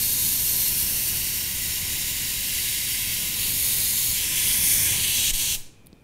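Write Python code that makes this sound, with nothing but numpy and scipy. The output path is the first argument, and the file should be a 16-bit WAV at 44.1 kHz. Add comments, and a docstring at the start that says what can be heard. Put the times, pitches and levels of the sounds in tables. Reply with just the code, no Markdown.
"""A steam wand blows into the air of a small room: noise in narrow bands for the hiss, low noise for the rumble.
Its colour shifts with flow, aim, nearby hands and the microphone's tilt; resonances add breathy whistles.
The lever is flicked nearly shut and part-way open again, then closed; each move sends a slow pressure swing.
Afterwards a noise-built room tail dies away, leaving room tone, a faint motor buzz and a few dry ticks."""
import sys
import numpy as np
from scipy import signal
from scipy.fft import rfft, irfft
from scipy.io import wavfile
from scipy.ndimage import uniform_filter1d

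SR = 44100
rng = np.random.default_rng(int(sys.argv[2]) if len(sys.argv) > 2 else 0)


def volts_from_decibels(level):
    """Turn decibel levels (scalar or array-like) into linear amplitude factors."""
    exponent = np.asarray(level, float) / 20
    return 10 ** exponent


def transcribe(u):
    """Save the signal u as a 16-bit wav file named by the first command-line argument.

    u: samples, shape (n,) or (channels, n), limited to [-1, 1]; the rate is SR.
    q: integer samples, one column per channel.
    """
    v = np.clip(np.atleast_2d(u).T, -1, 1)
    q = np.round(v * 32767).astype(np.int16)
    wavfile.write(sys.argv[1], SR, q)


N = 266143


def rms_one(x):
    """Scaled to rms 1."""
    return x / np.sqrt(np.mean(x ** 2) + 1e-20)


def in_time(rows):
    """Each column of a table after the first as one value per sample, ramped between the rows."""
    start_s, *columns = np.transpose(rows)
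    t = np.arange(N) / SR
    return [np.interp(t, start_s, column) for column in columns]


def at_hz(points, hz):
    """A spectrum read on a log-frequency axis."""
    point_hz, value = np.array(points)[:, :2].T
    return np.interp(np.log(np.maximum(hz, 1)), np.log(point_hz), value)


def drift(corner_hz):
    """Random movement of spread 1: noise at every 40th sample through a double one-pole low-pass."""
    pole = np.exp(-80 * np.pi * corner_hz / SR)
    noise = rng.standard_normal(N // 40 + 4002)
    slow = signal.lfilter([1], [1, -2 * pole, pole * pole], noise)[4000:]   # drop the filter's start-up
    slow = (slow - slow.mean()) / slow.std()
    return np.interp(np.arange(N) / 40, np.arange(len(slow)), slow)


def coloured(spectrum):
    """Noise with the shape of a given spectrum, rms 1."""
    gain = volts_from_decibels(at_hz(spectrum, np.fft.rfftfreq(N, 1 / SR)))
    return rms_one(irfft(rfft(rng.standard_normal(N)) * gain, N))


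def resonance(x, hz, width_hz):
    """Two-pole resonance with gain 1 on top."""
    r = np.exp(-np.pi * width_hz / SR)
    poles = [1, -2 * r * np.cos(2 * np.pi * hz / SR), r * r]
    return signal.lfilter([(1 - r * r) / 2, 0, (r * r - 1) / 2], poles, x)


# The jet as heard: flow, aim toward the microphone, cupping by hands near the nozzle,
# tilt of the microphone, shading by an arm.
# start_s, flow_db, aim_db, cupping_db, tilt_db, shading_db
JET_MOVES = [(0.0, 0, 3.5, 0, 0.5, 0.2), (0.25, 0.8, 3, 0.7, -0.5, 0.5), (0.5, 0, 3.5, 0.2, 1.3, 0),
             (0.75, 0.1, 2.5, -0.5, 1.6, -2.5), (1.0, -0.4, 2, -0.5, 3, -2),
             (1.2, -1.7, 0.9, -0.2, 2.5, -2.5), (1.4, -2.5, 0.3, -0.9, 2, -1.5),
             (1.65, -2.5, 0, -0.7, -0.5, 1), (1.9, -2, -0.5, -0.5, 0, 1), (2.2, -2.5, -1.0, 0, -1, 2),
             (2.5, -1.6, -1.1, 0, 0.1, -0.5), (2.8, -1.7, -1, 0, -1.1, 0.5), (3.1, -1.0, -1, -0.2, 0, -1.5),
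             (3.3, -2, -0.5, 0.2, -0.5, 0), (3.45, -0.3, -0.1, 1, -3, -0.5), (3.6, 0.4, 1.5, 0, -2.9, 1),
             (3.85, 0.5, 1.5, 0.9, -2.5, 0.5), (4.1, -0.1, 1.5, 1, -3.5, 3), (4.2, 0, -1.2, 0.5, 0.5, 0),
             (4.3, 0, -1, -0.2, 2, 4.5), (4.45, 3, -1, 0, -0.5, 0.7), (4.6, 3.5, 1, -1.5, -0.5, -1),
             (4.75, 4.5, 1.5, -1, -0.5, 0.5), (4.83, 4, 0.7, -1.2, 0.5, 1), (4.88, 3.5, -1, -0.3, 2, 2),
             (5.0, 2.5, -1.5, 3, -2, -1.5), (5.15, 3, -0.4, 3, 1.1, -1), (5.3, 2.5, -1, 4, 2, 3),
             (5.35, 2.5, 0.5, 1.5, 0.5, -1.5), (5.45, 4.0, 0, 3.5, 0.5, 2.5), (5.56, 2.5, 0, 3.5, 3, 2.5)]


def jet_controls():
    """The five movements that colour the jet, one row each in dB."""
    return np.array(in_time(JET_MOVES))


# The lever's moves.
# start_s, opening_0_to_1
LEVER = [(0, 1), (5.306, 1), (5.318, .08), (5.331, .08), (5.338, .72), (5.55, .72), (5.561, .22),
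         (5.574, 0), (6.04, 0)]


def valve_opening():
    """The lever sets how much of the jet gets through, from 0 (shut) to 1 (open)."""
    return np.clip(in_time(LEVER)[0], 0, 1)


# A hand passing close throws an echo that cancels one pitch and its odd multiples.
# start_s, first_notch_hz, echo_share_0_to_1
HAND_ECHO_MOVES = [(0, 3000, 0), (4.6, 3000, 0.03), (4.7, 3400, .15), (4.82, 4200, 0.25),
                   (4.95, 4650, 0.27), (5.08, 5600, 0.3), (5.2, 5800, 0), (6.04, 5800, 0)]


def hand_echo_gain(hz, notch_hz, echo):
    """Rise and fall of a hiss band as the hand's echo adds to it or cancels it."""
    dulled = echo / (1 + (hz / 9000) ** 4)   # skin and sleeve return little above 9 kHz
    return np.sqrt(1 + 2 * dulled * np.cos(np.pi * hz / notch_hz) / (1 + dulled ** 2))


# Peaks and dips of the hiss among steel, cups and hands: level with all controls at 0 dB,
# then the dB gained per dB of each control.
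# pitch_hz, level_db_per_hz, flow_share, aim_share, cupping_share, tilt_share, shading_share
HISS_BANDS = [(1780, -76.5, 1, -0.57, -0.4, 0.46, 0.5), (1990, -69, 0.7, -1.4, -1.49, -0.3, 0.05),
              (2060, -67, 0.92, -2, -2, -0.31, 0.16), (2380, -68, 1.2, -0.7, -0.63, -0.23, 0.17),
              (2490, -68.5, 1, -1.6, -0.051, 0.04, -0.13), (2700, -66.5, 1, -1.5, 0.68, 0.42, -0.06),
              (2790, -65, 0.04, -1.1, 1.3, 0.32, -0.038), (3000.0, -66, 1.1, -1.9, 0.82, 0.25, -0.29),
              (3190, -65.5, 1.2, -1.7, 0.51, 0.36, 0.24), (3430, -67, 1.86, -1.46, 0.51, 0.27, 0.39),
              (3600, -69.5, 1, 0.41, 0.084, -0.57, 0.73), (3840, -65, 0.33, -0.76, 0.92, -0.66, -0.032),
              (4030, -68, 0.6, -1.7, 1.1, -0.11, -0.33), (4200, -68, 0.9, 1.5, 1.53, -0.46, -0.57),
              (4480, -66.5, 0.94, -0.18, 1, -0.24, -0.4), (4670, -68, 0.7, 0.29, 0.6, 0.11, -1),
              (4840, -68, 0.45, -0.95, 0.034, -0.97, -0.28), (5100, -72.5, 1.5, -0.84, 0.69, -0.02, -0.25),
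              (5190, -68.5, 1, -0.18, -0.55, 0.23, 0.34), (5400, -67, 1.03, 0.09, -0.67, 0.38, 0.64),
              (5800, -70, 0.2, -0.31, -0.64, 0.9, 0.11), (5970, -66.5, 2.2, 0.38, 0.27, 0.91, 0.26),
              (6170, -65.5, 1.17, 0.49, 0.44, 0.32, 0.5), (6330, -68, 1.5, -0.61, -0.07, -0.028, 0.23),
              (6620, -67, 1.2, 0.54, 0.81, -0.61, 0.73), (6950, -66.5, 0.9, 0.25, 0.88, -0.52, 0.54),
              (7070, -66.5, -0.2, 0.25, 0.6, -0.51, 0.42), (7320, -68.5, 0.64, 0.21, 0.79, 0.53, 1),
              (7900, -69.5, 0.8, 0.19, 0.18, 0.19, 0.36), (8370, -66, 1, 0.59, 0.69, -0.11, -0.024),
              (9000, -67, 1.2, 0.85, -0.42, 0.4, -0.25), (9180, -65.5, 1.77, 0.28, -0.6, 0.27, 0.16),
              (9700, -64.5, 1.44, 0.08, -0.5, -0.77, 0.17), (10270, -65, 1.4, -0.15, -0.45, -0.62, -0.13),
              (10870, -64.0, 1, 0.73, -0.77, -0.46, -0.09), (11640, -65, 1.04, 1.1, -0.49, -0.13, -0.23),
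              (12400, -65.5, 1.1, 1.24, -0.18, -0.06, 0.09), (12600, -70, 2, 0.85, -0.54, 0.19, -0.12),
              (13000, -67, 1, 1, -0.3, -0.2, 0), (13350, -63.5, 0.4, 1.2, -0.12, -0.59, 0.069),
              (13900, -66, 0.2, 1.52, -0.6, 0.18, -0.05), (14500.0, -66.5, 1, 1.3, -0.46, 0.07, 0.25),
              (14850, -68.5, 0.6, 0.9, -0.5, -0.1, 0), (15200, -72, -0.5, 0.52, -0.51, -0.38, -0.18),
              (15450, -70.5, 1.5, 0.67, -0.24, -0.32, 0.5), (15650.0, -71.3, 0.5, 0.39, -0.48, -0.53, 0.02)]


def hiss(controls_db, patchy_db, flutter_db, grain_db):
    """Turbulent jet in narrow bands that answer the controls; the top is grainy with droplets.
    Two rows: coloured as at the microphone, and averaged over seven bands as the walls receive it."""
    freqs = np.fft.rfftfreq(N, 1 / SR)
    smooth = rfft(rng.standard_normal(N))
    grainy = rfft(rms_one(rng.standard_normal(N) * volts_from_decibels(grain_db * drift(500))))
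    notch_hz, echo = in_time(HAND_ECHO_MOVES)
    echo = np.clip(echo, 0, .9)
    flutter = flutter_db * drift(9)   # shared by all bands
    band_hz = sorted(row[0] for row in HISS_BANDS)
    corners_hz = [1385, *band_hz, 16400]
    at_mic = np.array(HISS_BANDS)[:, 1:]
    at_walls = uniform_filter1d(at_mic, size=7, axis=0, mode="nearest")
    out = 0
    for k, (hz, rows) in enumerate(zip(band_hz, np.stack([at_mic, at_walls], axis=1))):
        window = np.sin(np.pi / 2 * np.interp(freqs, corners_hz[k:k + 3], [0, 1, 0])) ** 2
        band = irfft((grainy if hz > 7000 else smooth) * window, N)
        echo_gain = np.stack([hand_echo_gain(hz, notch_hz, echo), np.ones(N)])   # only at the microphone
        level_db = rows[:, :1] + rows[:, 1:] @ controls_db
        level_db = level_db + patchy_db * drift(0.91) + flutter
        out = out + band * echo_gain * volts_from_decibels(level_db)
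    return out * np.sqrt(SR / 2)   # noise of rms 1 becomes 0 dB per Hz


# Shape of the rumble; only the relative levels count.
# pitch_hz, relative_level_db_per_hz
RUMBLE_SHAPE = [(12, -0.5), (20, 3.5), (107, 3), (630, -19), (841, -18.5), (1010, -14.5), (1120, -20),
                (1300, -22), (1500, -15), (1950, -44), (3300, -120)]


def rumble(controls_db):
    """Low turbulence of the jet: coloured noise that follows flow and aim and wavers in level."""
    flow_db, aim_db = controls_db[:2]
    level_db = -39.5 + 0.59 * flow_db + 0.33 * aim_db
    return volts_from_decibels(level_db + 0.91 * drift(4.6)) * coloured(RUMBLE_SHAPE)


# Narrow resonances of wand and drip tray blown by the jet: rms level with the controls at 0 dB,
# then the dB gained per dB of each control.
# pitch_hz, width_hz, level_db, flow_share, aim_share, cupping_share
WHISTLE_TONES = [(1015, 43, -62, 0.71, -1.2, -0.48), (1466, 53, -64, 0.77, -1, -1.1),
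                 (1668, 94, -56, 0.75, -0.094, -0.63), (5500, 70, -45.5, .5, -0.33, -1.5)]


def whistles(controls_db, waver_db):
    """Noise twice through each resonance: faint breathy tones that follow the jet and waver."""
    white = rng.standard_normal(N)
    out = np.zeros(N)
    for hz, width_hz, level_db, *shares in WHISTLE_TONES:
        tone = rms_one(resonance(resonance(white, hz, width_hz), hz, width_hz))
        moved_db = level_db + np.dot(shares, controls_db[:3])
        out = out + tone * volts_from_decibels(moved_db + waver_db * drift(0.35))
    return out


# The diffuse tail: time to fall by 60 dB, and level before the room's overall gain.
# pitch_hz, decay_s, relative_level_db
TAIL_BANDS = [(200, 0.69, 2), (500, 0.64, 4), (1390, 0.5, 3.5), (3000, 0.67, -8.5), (5000, 0.54, -2),
              (8000, 0.45, -1), (12000, 0.3, 4), (15000, 0.24, 4)]


def room_responses(count):
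    """Diffuse tails from half-octave noise bands, each dying at its own pace, for several places."""
    t = np.arange(round(.6 * SR)) / SR
    level_points = np.array(TAIL_BANDS)[:, ::2]
    tails = np.zeros((count, len(t)))
    for hz in 100 * 2. ** np.arange(0, 7.6, .5):
        edges_hz = [hz / 2 ** .25, min(hz * 2 ** .25, .45 * SR)]
        band = signal.butter(2, edges_hz, "band", fs=SR, output="sos")
        noise = signal.sosfilt(band, rng.standard_normal(tails.shape))
        decay_s = at_hz(TAIL_BANDS, hz)
        tails += noise * volts_from_decibels(at_hz(level_points, hz) - 60 * t / decay_s)
    tails *= np.clip(t / 0.0088, 0, 1)   # builds up over 8.8 ms
    return volts_from_decibels(-40) * tails


def room(x, count):
    """The jet through the room tail; the hand-held microphone drifts through several places."""
    responses = room_responses(count)
    length = responses.shape[1]
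    run_in = np.concatenate([x[length:0:-1], x])   # the jet was already blowing
    out, hop = np.zeros(N), N // (count - 1) + 1
    for k, response in enumerate(responses):
        start, stop = max((k - 1) * hop, 0), min((k + 1) * hop, N)
        fade = np.cos(np.pi / 2 * (np.arange(start, stop) / hop - k)) ** 2
        wet = signal.fftconvolve(run_in[start:stop + length], response, "valid")[1:]
        out[start:stop] += fade * wet
    return out


# Shape of the room tone; only the relative levels count.
# pitch_hz, relative_level_db_per_hz
ROOM_TONE_SHAPE = [(29, -29), (55, -21), (270, -25), (673, -37), (1300, -44), (2240, -47), (2900, -49),
                   (6540, -56), (10000, -55.5), (15500, -59)]


def room_tone():
    """Steady coloured noise under everything, -54 dB rms."""
    return volts_from_decibels(-54) * coloured(ROOM_TONE_SHAPE)


# Motor buzz partials: rms level about which each one wavers.
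# pitch_hz, level_db
BUZZ_PARTIALS = [(2336, -75), (2439, -73), (2541, -75), (3155, -82), (3564, -84)]


def motor_buzz():
    """A small motor: sine partials, each wavering in level and phase."""
    t = np.arange(N) / SR
    out = np.zeros(N)
    for hz, level_db in BUZZ_PARTIALS:
        level = np.sqrt(2) * volts_from_decibels(level_db + 3.3 * drift(22))
        out += level * np.sin(2 * np.pi * hz * t + .35 * drift(15))
    return out


# Low cuts at the vent and input stage of the microphone.
# corner_hz, resonance_q
MIC_LOW_CUTS = [(3.7, 1.5), (10.5, 1.0)]


def pressure_swing(opening):
    """Shutting off the flow steps the air pressure; the microphone lets only a slow swing through."""
    step = 1 - opening
    for hz, q in MIC_LOW_CUTS:
        w = 2 * np.pi * hz
        high_pass = signal.bilinear([1, 0, 0], [1, w / q, w * w], SR)
        step = signal.lfilter(*high_pass, step)
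    softened = signal.sosfilt(signal.butter(2, 70, fs=SR, output="sos"), step)
    return volts_from_decibels(-17.8) * softened


# Small ticks and a soft pop: peak of the bright ring, its pitch, and gain of the low thud.
# start_s, peak_db, ring_hz, thud_db
TICK_EVENTS = [(5.8615, -39, 12000, -62), (5.8655, -50, 11000, -70), (5.8697, -29, 10900, -56),
               (5.8787, -55, 10500, -75), (5.9296, -40, 4200, -36)]


def ticks():
    """Close and dry: a short bright ring over a damped thud whose pitch sags back to 125 Hz."""
    out = np.zeros(N)
    t = np.arange(round(.03 * SR)) / SR
    for start_s, peak_db, ring_hz, thud_db in TICK_EVENTS:
        burst = .4 * rng.standard_normal(len(t)) - 1.5 * (t == 0)
        burst = burst * np.exp(-t / .0003)
        width_hz = .55 * ring_hz
        ring = resonance(resonance(burst, ring_hz, width_hz), ring_hz, width_hz)
        snap = ring + .5 * resonance(burst, 2700, 2200)
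        bend = 2.8 * (1 - np.exp(-(t / .0015) ** 2))   # radians
        thud = np.sin(2 * np.pi * 125 * t + bend) * np.exp(-(t / .006) ** 2)
        at = round(start_s * SR)
        out[at:at + len(t)] += volts_from_decibels(peak_db) * snap / abs(snap).max() + volts_from_decibels(thud_db) * thud
    return out


def scene():
    """Flow, aim, hands and microphone colour the jet, the valve gates it; one microphone hears it all."""
    controls_db = jet_controls()
    opening = valve_opening()
    jet = hiss(controls_db, patchy_db=0.87, flutter_db=0.59, grain_db=1.1)
    jet = jet + rumble(controls_db)
    near, far = opening * jet
    near = near + opening * whistles(controls_db, waver_db=1)
    heard = near + room(far, count=12) + room_tone() + motor_buzz()
    heard = heard + pressure_swing(opening) + ticks()
    return np.array([heard, heard])


def band_limit(x):
    """A steep low-pass at the top of the band."""
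    return signal.sosfilt(signal.butter(12, 16380, fs=SR, output="sos"), x)


def record(dry):
    """The top is cut steeply at 15720 Hz."""
    steep_cut = signal.ellip(14, .5, 65, 15720, fs=SR, output="sos")
    mix = signal.sosfilt(steep_cut, dry)
    return band_limit(mix)


dry = scene()
out = record(dry)
transcribe(out)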